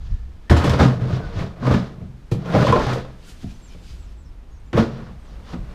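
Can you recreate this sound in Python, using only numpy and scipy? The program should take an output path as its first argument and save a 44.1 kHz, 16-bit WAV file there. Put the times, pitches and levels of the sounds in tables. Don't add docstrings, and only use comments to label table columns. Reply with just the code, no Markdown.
import sys
import numpy as np
from scipy import signal
from scipy.fft import rfft, irfft, next_fast_len
from scipy.io import wavfile
from scipy.ndimage import uniform_filter1d, map_coordinates

SR = 44100
rng = np.random.default_rng(int(sys.argv[2]) if len(sys.argv) > 2 else 0)


def boost_factor(decibels):
    exponent = np.asarray(decibels, float) / 20
    return 10 ** exponent


def master(y):
    cut = np.clip(np.atleast_2d(y).T, -1, 1)
    pcm = np.round(cut * 32767)
    wavfile.write(sys.argv[1], SR, pcm.astype(np.int16))


N = 253161

# f/Hz, width/Hz, level/dB
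HOLLOW_MODES = [(87.6, 27.3, -8), (127.67, 5.3, 8.5)]
# f/Hz, width/Hz, level/dB
LID_MODES = [(177.8, 18.4, -3.5), (232.5, 31.5, 2.5), (277, 75, -0.5)]
# f/Hz, width/Hz, level/dB
WALL_MODES = [(343, 50, 0), (370, 43.6, 0.5), (453.4, 71, -0.5), (610, 102, 1.5), (711, 76, -2)]
# f/Hz, width/Hz, level/dB
RIB_MODES = [(710, 370, -10), (1175, 71, -1.5), (1256, 34, -6), (1412, 48, -1), (1520, 770, -8)]
# f/Hz, density/(dB per Hz)
GRIT_SPECTRUM = [(1000, -46), (1700, -3), (2180, -8), (3490, -3), (4950, -7.5), (6650, -15.5), (7700, -23),
                 (13600, -41.5), (15400, -42)]
# f/Hz, density/(dB per Hz)
DUST_SPECTRUM = [(4500, -14), (7000, -7.5), (11000, -15.5), (15000, -23)]


def unit(x):
    return x / np.sqrt(np.mean(x ** 2) + 1e-20)


def peak(x):
    return x / np.max(np.abs(x))


def along(points, hz):
    f, v = np.transpose(points)
    return np.interp(np.log(hz + 1), np.log(f + 1), v)


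def curves(rows, off=-120):
    s, *cols = np.transpose(rows)
    return [np.interp(np.arange(N) / SR, s, c, off, off) for c in cols]


def wobble(rate):
    knots = rng.standard_normal(int(N * rate / SR) + 4)
    return map_coordinates(knots, [np.arange(N) * rate / SR])


def filtered(x, response):
    m = next_fast_len(len(x) + SR // 4)
    return irfft(rfft(x, m) * response(np.fft.rfftfreq(m, 1 / SR)), m)[:len(x)]


def coloured(x, spectrum):
    return unit(filtered(x, lambda hz: boost_factor(along(spectrum, hz))))


def body(modes, spread_db=0, widen=1):
    gains = boost_factor(spread_db * rng.standard_normal(len(modes)))

    def response(f):
        total = 0
        for k, (centre, width, db) in enumerate(modes):
            damping = 1j * f * width * widen
            total = total + (-1) ** k * gains[k] * boost_factor(db) * damping / (centre ** 2 - f * f + damping)
        return total
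    return response


def swell(s, db, rise, fall):
    t = np.arange(N) / SR - s
    return boost_factor(db) / np.cosh(np.clip(t / np.where(t < 0, rise, fall) * 2, -30, 30))


def place(out, s, burst):
    out[round(s * SR):][:len(burst)] += burst


def outdoors():
    # loudest at t/s, level/dB, rise/s
    gusts = [(0.14, -18.5, 0.085), (0.04, -45, 0.098), (0.28, -34, 0.13), (0.53, -27, 0.0098),
             (0.67, -27, 0.036), (1.12, -31, 0.087), (1.42, -36.5, 0.27), (1.741, -31, 0.045),
             (2.55, -43, 0.11), (2.801, -31, 0.068), (4.06, -40, 0.094), (4.38, -43, 0.16),
             (5.61, -39, 0.051), (3.3, -64, 0.2), (4.65, -49, 0.061), (3.0, -45, 0.071)]
    # f/Hz, density/(dB per Hz)
    gust_spectrum = [(8.8, -42), (15, 5.5), (38, 3.5), (54, 7), (104, -8.5), (248, -28), (330, -59),
                     (430, -70), (730, -120)]
    # t/s, level/dB
    hush_level = [(0, -52), (.45, -50), (2.2, -49.5), (3.3, -47.5), (4.5, -51), (5.74, -44.5)]
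    # f/Hz, density/(dB per Hz)
    air_spectrum = [(60, -4), (90, -7), (150, -5), (300, -12), (600, -19.5), (1000, -21.5), (1600, -26),
                    (3000, -31), (5000, -35.5), (8000, -42), (15000, -51)]
    breeze_db, fall_over_rise = -39, 0.32
    wind = boost_factor(breeze_db) + sum(swell(s, db, rise, fall_over_rise * rise) for s, db, rise in gusts)
    lumps = boost_factor(2.4 * wobble(12))
    buffet = wind * unit(lumps * coloured(rng.standard_normal(N), gust_spectrum))
    hush = boost_factor(curves(hush_level, off=-43)[0] + 0.27 * wobble(25))
    return buffet + hush * coloured(rng.standard_normal(N), air_spectrum)


def slips(rate, spread_db):
    chance = rate / SR * boost_factor(3.3 * wobble(30))
    size_db = spread_db * np.minimum(rng.exponential(1, N), 2)
    return (rng.random(N) < chance) * np.sign(rng.standard_normal(N)) * boost_factor(size_db)


def whistle(note, flutter):
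    hz, db = curves(note, off=-200)
    level = uniform_filter1d(boost_factor(db + 1.5 * wobble(110)), size=200)
    return level * np.sin(2 * np.pi * np.cumsum(hz * (1 + flutter * wobble(320))) / SR)


def drag():
    # t/s, speed as rib rattle level/dB, load as hollow drone over it/dB
    carrying = [
        [(0, -55, -8), (.06, -53.5, -17), (.21, -63, -16), (.3, -83, -8), (.48, -54, -12)],
    ]
    settling = [
        [(0.51, -19, -3), (0.542, -24.5, -7), (0.638, -26.5, 7.5), (0.684, -26, 15), (0.744, -24.5, 4.5),
         (0.772, -30.5, 2), (0.806, -16, -4.5), (1.0, -45, 26.5)],
        [(1.0, -41.5, 18), (1.162, -32.5, 14.5), (1.22, -44, 21.5), (1.25, -38.5, 5), (1.318, -40.5, 3),
         (1.406, -31.5, 14.5), (1.548, -51, 15), (1.6, -47, -1)],
        [(1.6, -45.5, 9), (1.672, -27.5, 13), (1.704, -31, 17.5), (1.714, -24, 11), (1.948, -51.5, 18.5),
         (2.044, -59.5, 32), (2.132, -82, 43), (2.25, -69, 21)],
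    ]
    sliding = [
        [(2.35, -53, 29), (2.444, -44, 19), (2.49, -37, 6.5), (2.558, -26, 12), (2.7, -23, 6), (2.73, -26, 6.5),
         (2.808, -24, -12), (2.93, -26, -9.5), (3.2, -59.5, 10)],
        [(4.74, -44, 14), (4.756, -35.5, 20), (4.782, -21, 13), (4.812, -24.5, -15), (4.894, -41, 13),
         (5.068, -47.5, 9), (5.13, -52.5, 8), (5.194, -71, 36), (5.2, -56, 14)],
        [(5.25, -54, 17), (5.308, -51, -18), (5.332, -52, 14.5), (5.442, -57, 5), (5.456, -42, -39),
         (5.54, -40, 9), (5.62, -59, 23), (5.74, -46, -4)],
    ]
    # level/dB, growth with speed, share of load
    rubbing = [(-7.5, 0.96, 1), (-0.5, 1.04, 0.27), (-4, 1.073, 0.14), (-13, 1.04, 0.079),
               (-8.5, 0.86, 0.79)]
    # f/Hz, width/Hz, level/dB
    lone_lid_modes = [(182.4, 68, 0)]
    # t/s, f/Hz, level/dB
    squeak = [(1.2, 1550, -52), (1.25, 1500, -35), (1.275, 1450, -52)]
    usual_speed_db = -30

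    force = slips(1300, spread_db=2.5)
    drone = filtered(force, body(HOLLOW_MODES))
    shell = filtered(force, body(LID_MODES + WALL_MODES))
    shell = filtered(shell, lambda f: 1 / (1 + 1j * f / 330))
    ribs = filtered(force, body(RIB_MODES, widen=1.84))
    ribs = filtered(ribs, body([(1042, 610, 0)]))
    grit = unit(slips(5000, spread_db=3.0)) + 0.5 * rng.standard_normal(N)
    grit = coloured(grit, GRIT_SPECTRUM)
    lone_lid = filtered(filtered(force, body(lone_lid_modes)), body(lone_lid_modes))
    layers = [unit(layer) for layer in (drone, shell, ribs, grit, lone_lid)]

    out = np.zeros(N)
    for rows in carrying + settling + sliding:
        speed_db, load_db = curves(rows, off=np.nan)
        for (db, grows, share), layer in zip(rubbing, layers):
            gain = boost_factor(db + usual_speed_db + grows * (speed_db - usual_speed_db) + share * load_db)
            out += uniform_filter1d(np.nan_to_num(gain), size=300) * layer
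    return out + whistle(squeak, flutter=0.011)


def hands():
    # loudest at t/s, level/dB, rise/s, fall/s, brightness/dB
    strokes = [(0.05, -60.5, .1, 0.25, -12), (0.46, -67, .05, 0.015, -18), (3.292, -54.5, 0.092, 0.079, -6),
               (3.295, -62, .03, 0.033, 5), (3.43, -57, 0.026, 0.026, -11), (3.51, -62, 0.025, .04, -11),
               (3.46, -59, 0.17, 0.28, -5), (3.732, -60, 0.076, 0.036, -10),
               (3.906, -54.5, 0.12, 0.13, -6.5), (4.11, -65.5, 0.041, 0.054, -8),
               (5.33, -62, 0.11, 0.046, -23), (5.52, -51, 0.059, 0.034, -14)]
    # f/Hz, density/(dB per Hz)
    skin_spectrum = [(590, -41), (1000, -35), (1270, -6), (1380, -6), (1860, -7.5), (2720, -3.5),
                     (3000, -2.5), (4400, -5), (4930, -5.5), (7000, -14), (9100, -50), (15400, -120)]
    rustle = coloured(rng.standard_normal(N) * boost_factor(1.6 * wobble(53)), skin_spectrum)
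    hiss = coloured(rng.standard_normal(N), DUST_SPECTRUM)
    out = np.zeros(N)
    for s, db, rise, fall, bright_db in strokes:
        out += swell(s, db, rise, fall) * (rustle + boost_factor(bright_db) * hiss)
    return out


def squeals():
    # loudest at t/s, level/dB, half length/s, f/Hz
    strokes = [(0.15, -65.5, 0.17, 1730), (0.21, -62, .02, 1410), (0.482, -53, 0.011, 1750),
               (3.29, -56, 0.032, 1420), (3.3, -58.5, 0.032, 2970), (3.3, -61, .03, 2520),
               (3.34, -59, .02, 1750), (3.51, -63, .02, 2460), (3.505, -64, .02, 5770),
               (3.72, -59, .035, 2380), (3.725, -61, .03, 3000), (3.9, -66, 0.052, 2320),
               (3.9, -63, .05, 3010), (3.9, -58, 0.054, 4850), (3.9, -66, .04, 6400),
               (5.47, -60, .04, 3500), (2.48, -40, 0.034, 1053), (2.5, -41, .04, 1400),
               (2.61, -30.5, .04, 1406), (2.57, -32, .04, 816), (5.11, -57, .04, 800)]
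    sharpness_q = 26
    out = np.zeros(N + SR)
    t = np.arange(-SR // 5, SR // 5) / SR
    for s, db, half, hz in strokes:
        resonance = body([(hz, hz / sharpness_q, 0)])
        tone = unit(filtered(rng.standard_normal(len(t)), resonance))
        stroke = boost_factor(db) / np.cosh(np.clip(2 * t / half, -30, 30))
        out[round(s * SR) + SR // 20:][:len(t)] += stroke * tone
    return out[SR // 4:][:N]


def knocks():
    # hollow thud/dB, lid boom/dB, corner hardness/dB
    set_down = [(0.497, -20.5, -13, -11, 5.5), (0.505, -8.5, 6, 1.5, -18), (0.565, -29, -3, 17.5, 8.5),
                (0.644, -15.5, -2, 7, -1.5), (0.7, -33.5, -1, -3, 14.5), (0.736, -17.5, 11, 3, -5),
                (0.796, -16, 15.5, 3.5, -1), (0.809, -12.5, 13.5, 13, -16), (0.849, -8, 2.5, 1, -22),
                (1.012, -37, 26.5, 17.5, 2), (1.127, -34, 27, 4, 3), (1.236, -33, 12.5, -1, -20),
                (1.392, -32, 17, 8.5, 5), (1.624, -26.5, -13, 10, -9), (1.673, -17.5, -12, 10.5, -13),
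                (1.711, -13, -10, -9, -22), (1.74, -18, -7, 8, -0.5), (2.016, -33, 17, 3.5, -14)]
    shoved = [(2.317, -22, 0, 6, -36), (2.346, -26, 0, 2, -36), (2.558, -12, 2, -12, -18),
              (2.457, -23, -13.5, -1, -10), (2.54, -18, 6, -2, -4), (2.549, -7, -3, -8, -12),
              (2.622, -11, -17, -2, -9), (2.68, -8, -3.5, -30, -10), (2.757, -8, -13, -10, -16),
              (2.867, -15.5, 1, -12, -9), (2.929, -19, -2, -16, -10), (3.429, -40, 4, 8, -6),
              (3.747, -39.5, -8.5, 4, -11)]
    stacked = [(4.73, -21.5, -1, 0, -3.5), (4.745, -20, -6, -14, -14), (4.776, -14, -19, -10, -6.5),
               (4.789, -13.5, 4, -12, -11), (4.823, -19, -6, -16, -10), (5.021, -37.5, 13, 2, -2.5),
               (5.065, -47, 22, 4, 6), (5.535, -27.5, -12, 6.5, -13)]
    edge_hz, edge_grows = 2170, 0.12
    click_db, click_grows = -10.5, 1
    out, t = np.zeros(N + SR), np.arange(SR // 3) / SR
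    for s, db, thud_db, boom_db, hard_db in set_down + shoved + stacked:
        top_hz = edge_hz * boost_factor(edge_grows * hard_db)
        soft = lambda f: 1 / (1 + 1j * f / top_hz) ** 2
        noise = rng.standard_normal((2, len(t)))
        push = filtered(noise[0] * boost_factor(-60 * t / 0.062), soft)
        shove = np.exp(-t / 0.0022) * (1 - np.exp(-t / 0.00091)) + 0.62 * push
        wall_force = push + 0.41 * filtered(shove, soft)
        ring = peak(filtered(wall_force, body(WALL_MODES, 2.3, 3.74)))
        ring += boost_factor(thud_db - 3.0) * peak(filtered(shove, body(HOLLOW_MODES, 0.66, 1.05)))
        ring += boost_factor(boom_db - 2.5) * peak(filtered(shove, body(LID_MODES, 6.0, 0.45)))
        ring += boost_factor(hard_db + 5.5) * peak(filtered(push, body(RIB_MODES, 4, 2.6)))
        puff = boost_factor(-60 * t / 0.18) * (1 - np.exp(-t / 0.0012))
        click = peak(coloured(noise[1], GRIT_SPECTRUM) * puff)
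        ring += boost_factor(click_grows * hard_db + click_db) * click
        place(out, s, boost_factor(db - 3.0) * ring)
    return out[:N]


def ticks():
    # t/s, peak/dB
    grains = [(0.497, -39), (0.6396, -43), (0.696, -26.5), (0.795, -45), (1.1353, -52), (1.3887, -48),
              (1.669, -38), (1.7359, -39), (2.3192, -38), (2.4587, -47), (2.524, -48), (2.5495, -50),
              (2.6428, -44), (2.6683, -31), (2.674, -36), (2.724, -31.5), (2.731, -36), (2.8678, -35),
              (2.9276, -39), (4.7755, -44)]
    # f/Hz, density/(dB per Hz)
    crack_spectrum = [(1000, -28), (2500, 5), (6000, 3), (10000, -12), (15000, -18)]
    t60_s = 0.018
    bursts, t = np.zeros(N + SR), np.arange(SR // 10) / SR
    for s, db in grains:
        place(bursts, s, boost_factor(db - 60 * t / t60_s))
    return bursts[:N] * coloured(rng.standard_normal(N), crack_spectrum)


def scuffs():
    # t/s, peak/dB
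    bursts_of_dust = [(0.4972, -18), (0.565, -19.5), (0.6384, -19.5), (0.6935, -23), (0.7965, -36),
                      (2.5396, -49), (2.6428, -37), (4.777, -32), (2.313, -25.5), (2.6678, -42),
                      (2.929, -26)]
    t60_s, grit_db = 0.16, 8
    bursts, t = np.zeros(N + SR), np.arange(SR // 4) / SR
    for s, db in bursts_of_dust:
        place(bursts, s, boost_factor(db - 20.0 - 60 * t / t60_s) * (1 - np.exp(-t / 0.0019)))
    dust = coloured(rng.standard_normal(N), DUST_SPECTRUM)
    grit = coloured(rng.standard_normal(N), GRIT_SPECTRUM)
    return bursts[:N] * (dust + boost_factor(grit_db) * grit)


def bounces():
    # t/s, peak/dB, f/Hz
    landings = [(0.5, -1, 71), (0.524, -0.5, 78), (0.538, -18, 86), (0.698, -11, 89), (0.804, -16, 82.6),
                (1.128, -16.5, 85.5), (1.26, -22, 81), (1.357, -13.5, 103), (1.387, -17, 78),
                (1.676, -26, 94), (1.708, -8, 81), (1.749, -28, 89), (2.32, -36, 98), (2.555, -37, 88),
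                (2.698, -7, 96.5), (2.864, -28, 98.5), (3.446, -23, 91), (4.74, -22, 77), (4.789, -35, 95),
                (4.93, -32, 85), (5.549, -38, 94.2)]
    t60_s = 0.14
    out, t = np.zeros(N + SR), np.arange(SR // 2) / SR
    for s, db, hz in landings:
        level = boost_factor(db + 2.5 - 60 * t / t60_s) * (1 - np.exp(-t / 0.0088))
        place(out, s, level * np.sin(2 * np.pi * hz * t))
    return out[:N]


def plucks():
    # t/s, peak/dB, f/Hz,
    # t60/s
    part_rings = [(0.508, -8, 343, 0.045), (0.734, -18.5, 483, 0.049), (0.796, -19.5, 515, 0.035),
                       (0.822, -16, 487, 0.064), (0.857, -11.5, 233.4, 0.073), (1.679, -10.5, 260, 0.036),
                       (1.721, -9.5, 238, 0.047), (1.735, -27, 1040, .03), (2.544, -13.5, 446, 0.056),
                       (2.55, -4, 522, 0.026), (2.549, -12.5, 776, 0.031), (2.566, -9, 595, 0.035),
                       (2.629, -7.5, 190, 0.043), (2.648, -11, 560, 0.057), (2.675, -23, 192, 0.02),
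                       (2.686, -15.5, 131, 0.26), (2.573, -11.5, 128.6, 0.39), (2.732, -7.5, 491, 0.037),
                       (2.751, -17.5, 253, 0.063), (2.758, -12.5, 596, 0.055), (2.868, -15.5, 127.2, 0.33),
                       (2.959, -16.5, 503, 0.032), (2.972, -17, 480, 0.024),
                       (0.797, -17, 1650, .025), (0.799, -24, 3700, .025), (0.8135, -8, 240, .05),
                  (1.712, -14, 480, .035), (1.7115, -19, 1200, .03), (1.7225, -8, 190, .035),
                  (2.32, -12, 122, .11), (2.316, -16, 350, .04), (2.349, -17, 140, .1), (4.7745, -13, 440, .05),
                  (4.7775, -10, 580, .045), (4.789, -4, 200, .06), (4.7905, -13, 129, .37),
                  (4.7985, -12, 226, .38), (4.82, -19, 330, .1), (4.752, -23, 110, .15),
                  (3.4435, -19, 205, .035), (2.325, -30, 470, .1), (2.684, -22, 1050, .03),
                  (4.739, -18, 340, .08), (3.444, -40, 680, .04), (2.7245, -27, 3400, .018),
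                  (2.726, -28, 2930, .015), (0.7365, -17, 1180, .03), (2.5, -26, 400, .06),
                  (2.59, -16, 400, .05), (2.669, -28, 3000, .015), (1.63, -30, 1050, .05),
                  (1.742, -12, 200, .05), (1.762, -12, 190, .07), (0.567, -20, 972, .025),
                  (0.641, -20, 1080, .025)]
    attack_s = 0.00085
    out, t = np.zeros(N + SR), np.arange(SR // 3) / SR
    for s, db, hz, t60 in part_rings:
        level = boost_factor(db + 3.0 - 60 * t / t60) * (1 - np.exp(-t / attack_s))
        place(out, s, level * np.sin(2 * np.pi * hz * t))
    return out[:N]


def snaps():
    # t/s, peak/dB, pitch scale
    lug_snaps = [
        (0.736, -15, 1.07),
        (1.652, -22, 0.98),
        (2.668, -16, 0.97),
        (2.725, -5.5, 0.97),
        (2.734, -11, 0.97),
        (2.753, -18, 0.99),
    ]
    # f/Hz, level/dB, t60/s
    lug_modes = [(1096, 2, 0.04), (1060, -4, 0.045), (1260, -13, 0.03), (1390, -10, 0.03), (1750, -16, .02),
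                 (2270, -17, 0.018), (2560, -19, 0.018)]
    out, t = np.zeros(N + SR), np.arange(SR // 4) / SR
    for s, db, scale in lug_snaps:
        ring = np.zeros(len(t))
        for hz, level, t60 in lug_modes:
            decay = boost_factor(level + rng.normal(0, 2.6) - 60 * t / t60)
            ring += decay * np.sin(2 * np.pi * hz * scale * t)
        place(out, s, boost_factor(db + 1.5) * ring * (1 - np.exp(-t / 0.004)))
    return out[:N]


def birds():
    # start t/s, length/s, first f/Hz, last f/Hz, level/dB
    calls = [(3.495, 0.037, 6500, 5200, -68), (3.54, .035, 6030, 6830, -63),
             (3.617, 0.12, 7480, 5050, -57.5), (3.8, .09, 7600, 7650, -69), (3.985, 0.12, 7750, 5300, -65),
             (4.167, 0.13, 7700, 5240, -65.5), (4.51, 0.066, 6650, 5450, -66),
             (4.562, .026, 6400, 6150, -64), (4.596, .02, 8350, 8480, -70), (4.656, 0.05, 7250, 7100, -74),
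             (5.19, 0.04, 8540, 8480, -77), (5.218, 0.08, 8450, 5900, -70), (5.56, .08, 7800, 7750, -74)]
    glide_at, glide_share = 0.4, 0.37
    glide_bend, glide_dip_db = 1.3, -2
    note_edge = 0.27
    out, shake, waver = np.zeros(N + SR), boost_factor(2.5 * wobble(70)), 1 + 0.011 * wobble(320)
    for s, length, first_hz, last_hz, db in calls:
        u = np.linspace(0, 1, round(length * SR))
        at = slice(round(s * SR), round(s * SR) + len(u))
        slid = np.clip((u - glide_at) / glide_share, 0, 1)
        hz = last_hz + (first_hz - last_hz) * (1 - slid) ** glide_bend
        level = boost_factor(db + glide_dip_db * np.sin(np.pi * slid)) * np.abs(np.sin(np.pi * u)) ** note_edge
        out[at] += level * shake[at] * np.sin(2 * np.pi * np.cumsum(hz * waver[at]) / SR)
    return out[:N]


def carport(x):
    # f/Hz, t60/s
    decay_times = [(100, 0.34), (500, 0.37), (2000, 0.26), (6000, 0.2), (12000, 0.27)]
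    out, step = np.zeros(N + 2 * SR), SR // 4
    x, fade = np.pad(x, (step, 2 * step)), np.hanning(2 * step)
    for start in range(0, N + step, step):
        hz, t, z = signal.stft(rng.standard_normal(SR // 2), SR, nperseg=256)
        decay = boost_factor(-60 * t / along(decay_times, hz)[:, None])
        tail = signal.istft(z * decay, SR, nperseg=256)[1]
        wet = signal.fftconvolve(x[start:start + 2 * step] * fade, tail / np.linalg.norm(tail))
        out[start + 250:][:len(wet)] += wet
    return out[step:step + N]


def scene():
    hits = knocks() + plucks() + bounces() + scuffs()
    lug, rub, song = snaps(), drag(), birds()
    wet = carport(boost_factor(-4) * hits + boost_factor(-4.5) * lug + boost_factor(-13.0) * rub + boost_factor(-5) * song)
    near = hits + lug + rub + hands() + squeals() + ticks()
    return (near + song + wet + outdoors())[None]


def top_cut(x):
    return signal.sosfilt(signal.butter(12, 15520, fs=SR, output="sos"), x)


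def record(dry):
    held = dry[0] / (1 + np.abs(dry[0]) ** 8) ** (1 / 8)
    top_hz = 15500
    mix = filtered(held, lambda hz: (hz < top_hz) / (1 + (hz / 15600) ** 40))[None]
    return top_cut(mix)


dry = scene()
out = record(dry)
master(out)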